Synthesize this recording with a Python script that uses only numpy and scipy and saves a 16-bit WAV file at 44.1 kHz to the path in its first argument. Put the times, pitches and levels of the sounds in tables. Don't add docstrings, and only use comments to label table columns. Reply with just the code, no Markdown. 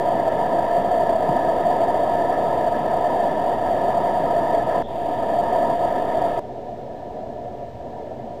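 import sys
import numpy as np
from scipy import signal
from scipy.fft import rfft, irfft, next_fast_len
from scipy.io import wavfile
from scipy.ndimage import uniform_filter1d, map_coordinates

SR = 44100
rng = np.random.default_rng(int(sys.argv[2]) if len(sys.argv) > 2 else 0)


def store_pcm(level_fs):
    pcm = np.round(np.clip(level_fs, -1, 1) * 32767).astype(np.int16)
    wavfile.write(sys.argv[1], SR, np.atleast_2d(pcm).T)


def attenuation_scalar(level_db):
    decades = np.asarray(level_db, float) / 20
    return 10 ** decades


N = 370440

# f/Hz, density/dB per Hz
RUMBLE = [(12, -29), (20, 0), (22, -8), (65, -5), (86, -0.5), (97, -8.5), (124, 2), (151, -7), (200, -6.5),
          (260, -33), (440, -120)]
CHURN = [(76, -42), (130, -12), (297, -5.5), (460, -5), (580, -3.5), (750, -19), (1280, -120)]
ROAR = [(310, -27), (520, -14.5), (610, -7), (660, -1.5), (690, 1.5), (730, -2.5), (824, -18.5), (880, -14),
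        (928, -7), (985, -11.5), (1050, -24), (1160, -32), (1510, -50), (2550, -120)]
SPLASH = [(660, -41), (1120, -8.5), (1170, -14), (1250, 1.5), (1340, -5.5), (1475, -18.5), (1600, -8),
          (1690, -3), (1750, 2.5), (1830, -4.5), (1980, -12), (2150, -16), (2350, -37.5), (4000, -120)]
NEAR_HISS = [(900, -14), (2200, 0.5), (2900, 3.5), (3700, 3), (4000, -10.5), (8000, -21.5), (15500, -23)]

# f/Hz, density/dB per Hz
FAR_CHURN = [(76, -34), (130, -17), (151, -29), (199, -11.5), (231, 3.5), (269, -8), (301, 2), (332, -14.5),
             (360, 1.5), (393, -4.5), (427, 1.5), (535, -7.5), (580, -8), (750, -29), (1280, -120)]
FAR_ROAR = [(310, -42), (520, -7), (534, -14), (564, -3.5), (634, -4), (651, -5), (708, 0), (757, -5.5),
            (788, -17.5), (890, -17), (911, -15), (964, -11), (1040, -30.5), (1160, -33), (1510, -63),
            (2550, -120)]
FAR_SPLASH = [(610, -38), (1040, -22), (1080, -17), (1180, -0.5), (1350, -0.5), (1450, -5.5), (1610, -4),
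              (1680, -1), (1750, 7), (1800, -1), (1990, -8), (2090, -6.5), (2350, -20), (3060, -45),
              (5170, -120)]
FAR_HISS = [(1350, -27), (2300, -3), (2630, -5.5), (2830, -3.5), (3530, -5), (5160, -11.5), (8110, -18.5),
            (9600, -23), (11000, -34), (12200, -28), (13600, -22), (16500, -21)]

# near level/dB, far level/dB, share of the surge/1, share of the duck/1
RUMBLE_LEVEL = (-44, -43, -0.6, -0.5)
CHURN_LEVEL = (-28.5, -39, 0.75, 1)
ROAR_LEVEL = (-20, -34.5, 1.03, 1.38)
SPLASH_LEVEL = (-39, -57.5, .6, 1.6)
HISS_LEVEL = (-50.5, -60.5, .1, 0.26)

# t/s, level/dB
SURGE = [(0, 0), (.8, 0), (1.5, .5), (2.3, 0), (2.9, 0), (3.5, 0), (4.2, 0), (4.8, 0.5), (5.6, 1),
         (6.0, -1.5), (6.39, 0), (6.6, 0.8), (7.1, 0.5), (7.6, 1), (8.0, 1.5), (8.4, 0)]
# t/s, depth/dB, half width/s
LULLS = [
    (1.19, 4, .04),
    (2.71, 4, 0.015),
    (3.6, 4.5, 0.038),
    (4.65, 5, 0.028),
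    (5.77, 6, 0.024),
    (6.351, 6, .03),
    (6.47, 0.5, 0.037),
    (7.74, 4, 0.095),
]
# t/s, peak level/dB, f/Hz
THUMPS = [
    (1.292, -10, 250),
    (3.409, -23, 200),
    (3.792, -22, 420),
    (5.471, -25, 190),
]
# start t/s, stop t/s, f/Hz, bandwidth/Hz, level/dB
WHINE = (4.826, 4.878, 3400, 450, -54)
OFFSETS = (.0155, .0062)

DUCK_S, CHANGE_S = 4.8243, 6.3935
DUCK_DB, RECOVER_S = 8.5, 0.26
FAR_MOMENT_S, RETURN_S = .055, .005
FAR_MOMENT_DB = 1
BEAT_HZ, BUFFER_S, SLIP_CYCLES = 3900, 4096 / 48000, .2125
TOP_HZ = 15310


def torrent():
    rumble = coloured(patchy(patchy_db=-0.2), RUMBLE)
    churn = near_or_far(patchy(patchy_db=0.83), CHURN, FAR_CHURN)
    churn = churn + attenuation_scalar(-14.5) * bubbles(152.0, 494, cycles=5.7, count=1500)
    roar = near_or_far(patchy(patchy_db=0.85), ROAR, FAR_ROAR)
    splash = near_or_far(patchy(patchy_db=1.5), SPLASH, FAR_SPLASH)
    water = level(*RUMBLE_LEVEL) * rumble + level(*CHURN_LEVEL) * churn
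    return water + level(*ROAR_LEVEL) * roar + level(*SPLASH_LEVEL) * splash


def bubbles(low_hz, high_hz, cycles, count):
    when, pitch, size = rng.random((count, 3)).T[:, :, None]
    t = np.arange(2048) / SR
    turns = low_hz * (high_hz / low_hz) ** pitch * t
    envelope = turns * np.exp(-3 * turns / cycles)
    ring = np.sin(2 * np.pi * turns * (1 + 0.1 * turns / cycles)) * envelope
    ring = attenuation_scalar(-3 * np.log(size)) * ring
    at = (when * N).astype(int) + np.arange(len(t))
    return unit(np.bincount(at.ravel(), ring.ravel(), N + len(t))[:N])


def patchy(patchy_db):
    z = signal.stft(rng.standard_normal(N + 512), nperseg=512)[2]
    field = uniform_filter1d(rng.standard_normal(z.shape), size=4, axis=0)
    field = uniform_filter1d(field, size=6, axis=1)
    return signal.istft(z * attenuation_scalar(patchy_db * unit(field)), nperseg=512)[1][:N]


def level(near_db, far_db, surge, duck):
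    t, far = np.arange(N) / SR, distant()
    lull_db = sum(db * np.exp(-((t - s) / w) ** 2) for s, db, w in LULLS)
    flow_db = np.interp(t, *np.transpose(SURGE)) - lull_db
    recovery = np.exp(-np.abs(t - DUCK_S - FAR_MOMENT_S) / RECOVER_S)
    loss_db = (t > DUCK_S) * duck * DUCK_DB * recovery
    far_db = far_db + FAR_MOMENT_DB * (t < CHANGE_S)
    db = far * far_db + (1 - far) * (near_db - loss_db) + surge * flow_db
    return attenuation_scalar(uniform_filter1d(db, size=17))


def distant():
    t = np.arange(N) / SR
    moment = (t > DUCK_S) * np.clip((DUCK_S + FAR_MOMENT_S - t) / RETURN_S + .5, 0, 1)
    return uniform_filter1d(moment, size=17) + (t >= CHANGE_S)


def near_or_far(x, near, far):
    turn = distant() * np.pi / 2
    return np.sin(turn) * coloured(x[::-1], far) + np.cos(turn) * coloured(x, near)


def coloured(x, spectrum):
    m = next_fast_len(N + 8192)
    f, db = np.transpose(spectrum)
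    log_f = np.log(np.fft.rfftfreq(m, 1 / SR) + 1)
    gain = attenuation_scalar(np.interp(log_f, np.log(f + 1), db))
    return unit(irfft(rfft(x, m) * gain, m)[:N])


def unit(x):
    return x / np.sqrt(np.mean(x ** 2) + 1e-20)


def debris():
    out, t = np.zeros(N + SR), np.arange(SR // 10) / SR
    for s, db, hz in THUMPS:
        envelope = (1 - np.exp(-t / .004)) * attenuation_scalar(-60 * t / .04)
        knock = np.sin(2 * np.pi * hz * t / (1 + 30 * t)) * envelope
        out[round(s * SR):][:len(t)] += attenuation_scalar(db + 4) * knock
    return out[:N]


def lens():
    start, stop, hz, width_hz, db = WHINE
    t = np.arange(N) / SR
    band = [(hz - 2 * width_hz, -60), (hz - width_hz / 2, 0), (hz + width_hz / 2, 0), (hz + 2 * width_hz, -60)]
    running = (t > start) & (t < stop)
    return attenuation_scalar(db) * running * coloured(rng.standard_normal(N), band)


def scene():
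    return (torrent() + debris() + lens())[None]


def overload(x):
    return x / (1 + np.abs(x / 0.43) ** 6.8) ** (1 / 4.5)


def converter_hiss():
    return level(*HISS_LEVEL) * near_or_far(rng.standard_normal(N), NEAR_HISS, FAR_HISS)


def sampling_jitter(x):
    t = np.arange(N) / SR
    saw = (BEAT_HZ * t + SLIP_CYCLES * np.floor(t / BUFFER_S)) % 1 - .5
    return map_coordinates(x, [np.arange(N) + 0.87 * (1 - distant()) * saw], mode="nearest")


def broken_wave():
    t = np.arange(N) / SR
    return attenuation_scalar(-21) * (t < CHANGE_S) * np.exp(np.minimum(t - CHANGE_S, 0) / .0004)


def gated(x, under_db, from_hz):
    hz, t, z = signal.stft(x, SR, nperseg=1024)
    power = np.abs(z) ** 2
    band = uniform_filter1d(uniform_filter1d(power, size=9, axis=0), size=7, axis=1)
    around = uniform_filter1d(power, size=90, axis=0)
    dropped = (band < around * attenuation_scalar(-2 * under_db)) & (hz[:, None] > from_hz)
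    top_hz = TOP_HZ + (t < CHANGE_S) * 60 * rng.exponential(size=len(t))
    return signal.istft(z * (~dropped & (hz[:, None] < top_hz)), SR, nperseg=1024)[1][:N]


def roll_off(x):
    return signal.sosfilt(signal.butter(12, 15850, fs=SR, output="sos"), x)


def record(dry):
    x = overload(dry[0]) + converter_hiss()
    x = sampling_jitter(x) + broken_wave()
    x = gated(x, under_db=7.5, from_hz=8800)
    near = np.arange(N) / SR < CHANGE_S
    x = x + uniform_filter1d(np.where(near, *OFFSETS), size=9)
    return roll_off(x[None])


dry = scene()
out = record(dry)
store_pcm(out)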